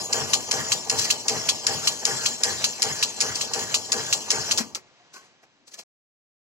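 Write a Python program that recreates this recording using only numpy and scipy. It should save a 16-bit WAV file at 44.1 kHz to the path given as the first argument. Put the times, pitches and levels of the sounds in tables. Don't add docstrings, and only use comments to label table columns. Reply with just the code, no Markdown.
import sys
import numpy as np
from scipy import signal
from scipy.fft import rfft, irfft, next_fast_len
from scipy.io import wavfile
from scipy.ndimage import uniform_filter1d, minimum_filter1d, map_coordinates

SR = 44100
rng = np.random.default_rng(int(sys.argv[2]) if len(sys.argv) > 2 else 0)


def volts(x):
    e = np.asarray(x, float) / 20
    return 10 ** e


def to_wav(sig):
    pcm = np.clip(np.atleast_2d(sig), -1, 1) * 32767
    pcm = np.round(pcm).astype(np.int16)
    wavfile.write(sys.argv[1], SR, pcm.T)


N = 285751
T_S = np.arange(N) / SR


def unit(x):
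    return x / np.sqrt(np.mean(x ** 2) + 1e-20)


def along(points, hz):
    f, v = np.transpose(points)
    return np.interp(np.log(hz + 1), np.log(f + 1), v)


def filtered(x, response):
    m = next_fast_len(N + SR // 2)
    return irfft(rfft(x, m) * response(np.fft.rfftfreq(m, 1 / SR)), m)[..., :N]


def colour(points):
    closed = (points[0][0] / 3, -60)
    return lambda hz: volts(along([closed] + list(points), hz))


def modes(rows):
    def one(f, centre, width, db):
        return volts(db) * 1j * f * width / (centre * centre - f * f + 1j * f * width)
    return lambda f: sum((-1) ** k * one(f, *row) for k, row in enumerate(rows))


def wander(step_count, rate_hz):
    return map_coordinates(rng.standard_normal(step_count), [T_S * rate_hz])


def noise(response, grain_db=0, rate_hz=300):
    flutter = wander(int(N * rate_hz / SR) + 4, rate_hz)
    return unit(filtered(volts(grain_db * flutter) * rng.standard_normal((2, N)), response))


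def swell_db(t, rise_s, hold_s, t60_s):
    return np.where(t < 0, 9 * t / rise_s, -60 * (t - hold_s).clip(0) / t60_s)


def burst(at_s, db, rise_s, t60_s, hold_s=0):
    return volts(db + swell_db(T_S - at_s, rise_s, hold_s, t60_s).clip(-150))


def blows(times_s, dbs, late_s=.0006):
    x = np.zeros((2, N))
    x[0, (times_s * SR).astype(int)] = volts(dbs)
    x[1, ((times_s + late_s) * SR).astype(int)] = volts(dbs)
    return filtered(x, lambda hz: 1 / (1 + (hz / 9500) ** 6))


# (centre [Hz], width [Hz], level [dB])
VALVE_MODES = [(2610, 220, -12.5), (4000, 78, -17), (5310, 450, 0), (6030, 220, -16.5), (6780, 110, 2.5),
               (7140, 39, -6.5), (7300, 150, -19)]


def steel(points, ring):
    return lambda hz: colour(points)(hz) * (1 + ring * modes(VALVE_MODES)(hz))


def double_mode(hz, width_hz):
    return lambda f: modes([(hz, width_hz, 0)])(f) ** 2


# (time [s], peak level [dB], exhaust level [dB])
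TOP_SNAPS = [(0.127, -9, -2), (0.5115, -7.5, -1.5), (0.8968, -7, -1.5), (1.282, -4.5, -2.5),
             (1.6666, -6.5, -1), (2.0517, -7.5, 0), (2.4343, -5, -1.5), (2.82, -5.5, -1.5),
             (3.2041, -5.5, -2), (3.5349, -10, -3), (3.919, -6, -2), (4.304, -5.5, -1.5)]
# (frequency [Hz], density [dB per Hz])
TOP_COLOUR = [(1000, -14.5), (2000, -8.5), (2800, -5), (3600, -4.5), (4300, 0), (5300, -2), (6100, -3.6),
              (6800, -0.5), (7600, -2), (8500, -12.5), (9600, -12.5), (11500, -16), (13000, -34),
              (15500, -33)]


def top_snaps():
    at_s, db, _ = np.transpose(TOP_SNAPS)
    crack = filtered(blows(at_s + .001, db + 23), double_mode(hz=5200, width_hz=1900))
    ring = lambda f: modes(VALVE_MODES[1:])(f) * colour(TOP_COLOUR)(f)
    clang = filtered(blows(at_s + 0.0027, db + 12.0), ring)
    snap = sum(burst(s + 0.002, level - 8, 0.0008, .09) for s, level, _ in TOP_SNAPS)
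    onset = sum(burst(s + .001, level - 24.5, 0.0029, .02) for s, level, _ in TOP_SNAPS)
    return crack + clang + (snap + onset) * noise(steel(TOP_COLOUR, ring=1.5), grain_db=4.0, rate_hz=500)


# (time [s], peak level [dB])
BOTTOM_SNAPS = [(0.3339, -6), (0.719, -6.5), (1.103, -6), (1.489, -6), (1.873, -6.5), (2.259, -8),
                (2.6411, -7.5), (3.027, -6.5), (3.4108, -13), (3.7422, -7), (4.1265, -6), (4.5113, -7)]
# (frequency [Hz], density [dB per Hz])
BOTTOM_COLOUR = [(1000, -9), (2000, -18.5), (2800, -4), (3600, 0), (4300, 3), (5300, -4), (6100, 0),
                 (6800, -1.5), (7600, -2.5), (8500, -15.5), (9600, -16), (11500, -19.5), (13000, -24.5),
                 (15500, -24.5)]


def bottom_snaps():
    at_s, db = np.transpose(BOTTOM_SNAPS)
    tick = filtered(blows(at_s + .0005, db + 20.5), double_mode(hz=2540, width_hz=1800))
    snap = sum(burst(s + .002, level - 8.5, 0.0017, 0.065) for s, level in BOTTOM_SNAPS)
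    chatter = sum(burst(s + 0.0078, level - 15.5, 0.0051, 0.099) for s, level in BOTTOM_SNAPS)
    return tick + (snap + chatter) * noise(steel(BOTTOM_COLOUR, ring=0.6), grain_db=1.5, rate_hz=450)


def cycle():
    period_s, start_s = .385, -0.068
    first = (TOP_SNAPS[0][0] - period_s, 0, 0)
    tops_s, _, exhaust_db = np.transpose([first] + list(TOP_SNAPS))
    which = (np.searchsorted(tops_s + start_s, T_S) - 1).clip(0)
    length_s = np.diff(tops_s, prepend=tops_s[0] - period_s)[which]
    return tops_s, which, T_S - tops_s[which], length_s, uniform_filter1d(exhaust_db[which], size=900)


# (time after top snap [s], rise [s], hold [s], t60 [s])
PHASES = [
    (-.022, 0.0086, 0.0085, 0.066),
    (0.018, 0.008, 0.066, 0.45),
    (0.188, 0.039, .004, 0.19),
    (0.229, 0.0097, 0.01, 0.92),
]


def driven(levels_db, since_s, release, length_s):
    power = volts(levels_db[0])
    for db, (at_s, rise_s, hold_s, t60_s) in zip(levels_db[1:], PHASES):
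        for u in (since_s, since_s + length_s):
            power = power + volts(db + swell_db(u - at_s, rise_s, hold_s, release * t60_s).clip(-150))
    return 20 * np.log10(power)


# (time [s], distance [m])
DISTANCE = [(0, 0.49), (.8, 0.65), (2, 0.73), (3, 0.91), (4.5, 0.73)]


def supply():
    stall_s, air_t60_s, frame_t60_s, frame_lag_s = 4.578, .6, 1.0, .16
    at_s, metres = np.transpose(DISTANCE)
    near_db = -20 * np.log10(np.interp(T_S, at_s, metres) / metres[0])
    treble_db = -60 * (T_S - stall_s).clip(0) / air_t60_s
    bass_db = 2 + 1.08 * near_db - (60 * (T_S - stall_s - frame_lag_s) / frame_t60_s).clip(0, 17)
    return treble_db, bass_db, -14 + 4.8 * near_db


def patchy(x, depth_db):
    z = signal.stft(x, nperseg=512)[2]
    field = uniform_filter1d(rng.standard_normal(z.shape[1:]), size=5, axis=0)
    field = uniform_filter1d(field, size=7, axis=1)
    return unit(signal.istft(z * volts(depth_db * unit(field)), nperseg=512)[1][:, :N])


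# (frequency [Hz], density [dB per Hz])
EXHAUST_COLOUR = [(1000, -16.5), (2000, -11.5), (2800, -3.5), (3600, 0.5), (4300, 2), (5300, -1.5),
                  (6100, 3.5), (6800, 1), (7600, 1.8), (8500, -14.5), (9600, -12.5), (11500, -16.5),
                  (13000, -21), (15500, -20.5)]
MIST_COLOUR = [(8000, -27.5), (9000, 3.5), (11000, 1.5), (13000, -4), (15500, -12.5)]
# level [dB] at rest, then in each phase
AIR_DB = (-42.5, -48, -30, -34, -35)


def exhaust():
    _, _, since_s, length_s, exhaust_db = cycle()
    treble_db, _, spray_db = supply()
    db = driven(AIR_DB, since_s, 1.1, length_s) + exhaust_db + treble_db
    jet = patchy(noise(steel(EXHAUST_COLOUR, ring=1.4), grain_db=1.0, rate_hz=110), depth_db=3.0)
    mist = noise(colour(MIST_COLOUR), grain_db=5.5, rate_hz=19)
    return volts(db - 0.5) * jet + volts(db + spray_db) * mist


# (frequency [Hz], density [dB per Hz])
OIL_COLOUR = [(500, -28), (1100, -1.5), (1700, 8.5), (2500, -4), (3200, -2.5), (4500, -33.5)]
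# level [dB] at rest, then in each phase
OIL_DB = (-62, -46, -35.5, -39.5, -52)


def oil_rush():
    _, _, since_s, length_s, exhaust_db = cycle()
    db = driven(OIL_DB, since_s, 0.81, length_s) + exhaust_db + supply()[0]
    return volts(db) * patchy(noise(colour(OIL_COLOUR), grain_db=2, rate_hz=200), depth_db=3.0)


# (centre [Hz], width [Hz], level [dB])
CYLINDER_MODES = [(442.7, 31.7, 0), (495.4, 32, -2.5), (627.4, 110, -4), (788, 36, -1.5), (890, 100, -4),
                  (1195.4, 54, -6)]
FRAME_MODES = [(99, 21, 0.5), (127, 25, 1.5), (144, 31, -1.5), (230, 28, -2), (317.5, 83, -8),
               (358.2, 25, -2)]
# level [dB] at rest, then in each phase
KNOCK_DB = (-58.5, -38, -35.5, -38, -38)
THUD_DB = (-57.5, -47, -39.5, -46, -43.5)


def knock_and_thud():
    _, _, since_s, length_s, _ = cycle()
    bass_db = supply()[1]
    place = ((since_s + .1) * SR).astype(int).clip(0, 2 * SR - 1)
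    habit = rng.standard_normal((2, 2 * SR))[:, place]
    shake = .75 * habit + .65 * rng.standard_normal((2, N))
    knock_db = driven(KNOCK_DB, since_s, .55, length_s)
    thud_db = driven(THUD_DB, since_s - 0.016, .7, length_s)
    knock = volts(knock_db + bass_db) * unit(filtered(shake, modes(CYLINDER_MODES)))
    return knock + volts(thud_db + bass_db) * unit(filtered(shake, modes(FRAME_MODES)))


# (frequency [Hz], level [dB])
HEAD_PARTIALS = [(436, 1.5), (488, -0.5), (795, -1), (845, -6), (633, -7.5)]


def head_boom():
    tops_s, which, since_s, _, _ = cycle()
    slam_s = .029
    surge = sum(burst(s + slam_s, -35.5, rise_s=.008, t60_s=.07, hold_s=.024) for s in tops_s)
    drum = 0
    for hz, db in HEAD_PARTIALS:
        level = volts(db + rng.normal(0, 1.4, len(tops_s))[which])
        drum = drum + level * np.cos(2 * np.pi * hz * (since_s - slam_s))
    return surge * drum * [[1], [.4]]


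def bench_heave():
    sway = sum(burst(s + .1, -38.5, rise_s=0.024, t60_s=0.28) for s in cycle()[0])
    return sway * volts(supply()[1]) * noise(modes(FRAME_MODES[:3])) * [[1.4], [.15]]


# (time [s], level [dB])
CLACKS = [(3.359, -13.5), (4.576, -5), (4.749, -10.5)]
# (frequency [Hz], density [dB per Hz])
GLOVE_COLOUR = [(1500, -21), (2600, -8.5), (4300, 0.5), (6000, 1.5), (7500, -2), (8500, -11),
                (12000, -20.5), (16000, -22.5)]


def trigger():
    return filtered(blows(*np.transpose(CLACKS)), lambda hz: 4 * steel(GLOVE_COLOUR, ring=1)(hz))


# (time [s], peak level [dB], rise [s], t60 [s], low body level [dB])
SCUFFS = [(.995, -19.5, .015, 0.11, -27), (1.02, -24, 0.0043, 0.066, -13),
          (1.053, -22.5, 0.013, 0.069, -12), (3.358, -21.5, 0.0063, 0.075, -11),
          (3.385, -38, 0.0019, 0.074, -23), (3.593, -25.5, 0.0023, 0.055, -16.5),
          (4.581, -17.5, 0.0015, .09, -8.5), (4.61, -34.5, 0.011, 0.11, -3),
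          (4.752, -24, 0.00041, 0.059, -10.5), (4.765, -45.5, 0.0023, .09, 0.5),
          (5.141, -44, 0.0063, .15, -9), (5.165, -51, 0.0088, 0.24, -2), (5.255, -62.5, .03, 0.3, 0.5),
          (5.434, -59.5, .006, .12, 3), (5.68, -45.5, 0.0066, 0.078, -7.5), (5.718, -50, 0.0044, .12, -9),
          (5.743, -38, 0.0057, 0.06, -8.5), (5.792, -35, 0.0065, 0.095, -9)]
# (frequency [Hz], density [dB per Hz])
BENCH_COLOUR = [(100, -23.5), (230, -7.5), (400, -0.5), (700, -5), (1100, -4.5), (1500, -5.5), (2500, -5.5),
                (4000, -32)]


def scuffs():
    rub = sum(burst(s, db, rise, t60) for s, db, rise, t60, _ in SCUFFS)
    body = sum(burst(s + 0.0026, db + low, rise, 1.2 * t60) for s, db, rise, t60, low in SCUFFS)
    glove = rub * noise(colour(GLOVE_COLOUR), grain_db=-1.0, rate_hz=150)
    return glove + body * noise(colour(BENCH_COLOUR), grain_db=3.5, rate_hz=150)


def tone(hz, drift_rad=.5):
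    drift = drift_rad * wander(N // 500 + 4, SR / 500)
    return np.sin(2 * np.pi * np.cumsum(hz * np.ones(N)) / SR + drift) * [[1.4], [.6]]


# (time [s], frequency [Hz], level [dB], t60 [s])
RINGS = [(4.609, 230, -25.5, 0.078), (4.642, 233.8, -42.5, 0.26), (4.758, 1326, -45, 0.1),
         (5.16, 1515, -48, 0.2), (5.165, 1090, -48, 0.2), (5.01, 702, -58, 0.18), (5.435, 750, -59, 0.12),
         (5.62, 284, -68, 0.92), (5.745, 1743, -53, 0.085), (5.792, 681, -51, 0.11)]


def rings():
    return sum(burst(s, db, 0.071 * t60, t60) * tone(hz, drift_rad=1.3) for s, hz, db, t60 in RINGS)


def squeak():
    hz = (5610 - 13500 * (T_S - 1.42) ** 2).clip(0)
    db = (-41 - 8 * ((T_S - 1.5) / .17) ** 4).clip(-150)
    return volts(db) * tone(hz, drift_rad=.1)


def walls(x, t60_s=0.15):
    t = np.arange(SR // 2) / SR
    tail = rng.standard_normal((2, len(t))) * volts(-60 * t / t60_s) * (t > .008)
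    return signal.fftconvolve(x, tail / np.linalg.norm(tail[0]), axes=1)[:, :N]


# (frequency [Hz], density [dB per Hz])
SHOP_COLOUR = [(40, -33), (87, -12), (231, -10), (500, -11), (750, -10.5), (1040, -12.5), (1810, -12),
               (3600, -14.5), (6000, -18), (8000, -28), (8400, -45.5), (16000, -61.5)]


def shop():
    fade_s, fade_db_per_s = 5.23, 19.5
    hum = noise(colour(SHOP_COLOUR), grain_db=.4, rate_hz=12)
    return volts(-58.5 - fade_db_per_s * (T_S - fade_s).clip(0)) * hum


def scene():
    pump = top_snaps() + bottom_snaps() + exhaust() + oil_rush() + knock_and_thud() + head_boom() + bench_heave()
    near = pump + trigger() + scuffs() + rings() + squeak()
    return near + volts(-19) * walls(near) + shop()


# (frequency [Hz], likeness [0-1])
ALIKE = [(100, -0.4), (170, .5), (350, 0.63), (700, 0.8), (1400, 1), (2500, 0.35), (3450, 0.64),
         (3760, 0.5), (3950, 0.4), (5000, -1.08), (6800, 2), (8500, 1.8), (13000, 1.2), (15500, -0.2)]
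# (frequency [Hz], left lead [rad])
LEAD = [(60, -1), (520, 0.5), (1400, -1.5), (2300, -1.5), (3450, -2.5), (3760, -4.5), (4400, -6),
        (5500, -6.5), (6500, -5), (16000, -5.5)]
# (frequency [Hz], left minus right [dB])
LEFT = [(60, 5), (200, 9), (380, 0), (700, -1), (2400, 0), (3450, -2), (3760, -0.5), (4400, 0.5), (8100, 7),
        (15000, 7)]


def ports(pair):
    turn = lambda hz: np.arccos(np.clip(along(ALIKE, hz), 0, 1)) / 2
    shared, opposed = filtered(pair, lambda hz: np.array([np.cos(turn(hz)), np.sin(turn(hz))]))
    tilt = lambda hz: volts(along(LEFT, hz) / 2) * np.exp(.5j * along(LEAD, hz))
    both = np.array([shared + opposed, shared - opposed])
    return filtered(both, lambda hz: np.array([tilt(hz), 1 / tilt(hz)]))


def thinned(x, quiet_db=-102):
    size, sparse_hz = 1536, 8270
    hz, _, z = signal.stft(np.array([x[0] + x[1], x[0] - x[1]]) / 2, SR, nperseg=size)
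    power = abs(z) ** 2
    total = power.sum(axis=(0, 1))
    calm = total < 11 * minimum_filter1d(total, size=3)
    strong = (power > 1.3 * uniform_filter1d(power, size=13, axis=1)) & (power > volts(2 * quiet_db))
    luck = rng.standard_normal((2, len(hz) // 12 + 1, len(total)))
    luck = unit(uniform_filter1d(luck, size=4))
    luck[:, sparse_hz * size // SR // 12:][:, :2] -= 1.1
    kept = strong & (np.repeat(luck, 12, axis=1)[:, :len(hz)] > -.75)
    z = z * np.where(calm & (hz > sparse_hz)[:, None], 1.42 * kept, 1)
    busy = (total > volts(-108)) & (luck[0, 0] > -1.8)
    empty = (hz > 3410) & (hz < 3920)
    z[0] *= ~(calm & busy & empty[:, None])
    mid, side = signal.istft(z, SR, nperseg=size)[1][:, :N]
    return np.array([mid + side, mid - side])


def band_limit(x):
    return signal.sosfilt(signal.butter(12, 16990, fs=SR, output="sos"), x)


def record(dry):
    ceiling, top_hz, end_s = .84, 15800, 5.836
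    x = ports(dry)
    x = x / (1 + abs(x / ceiling) ** 6) ** (1 / 6)
    x = filtered(x, lambda hz: (hz < top_hz) / (1 + (85 / (hz + 1)) ** 2.4))
    rumble = noise(colour([(15, 3), (60, 1.0), (100, -23)]), grain_db=0.5, rate_hz=9)
    held = volts(-71.5 + supply()[1]) * rumble
    mix = thinned(x + held) * (T_S < end_s)
    return band_limit(mix)


dry = scene()
out = record(dry)
to_wav(out)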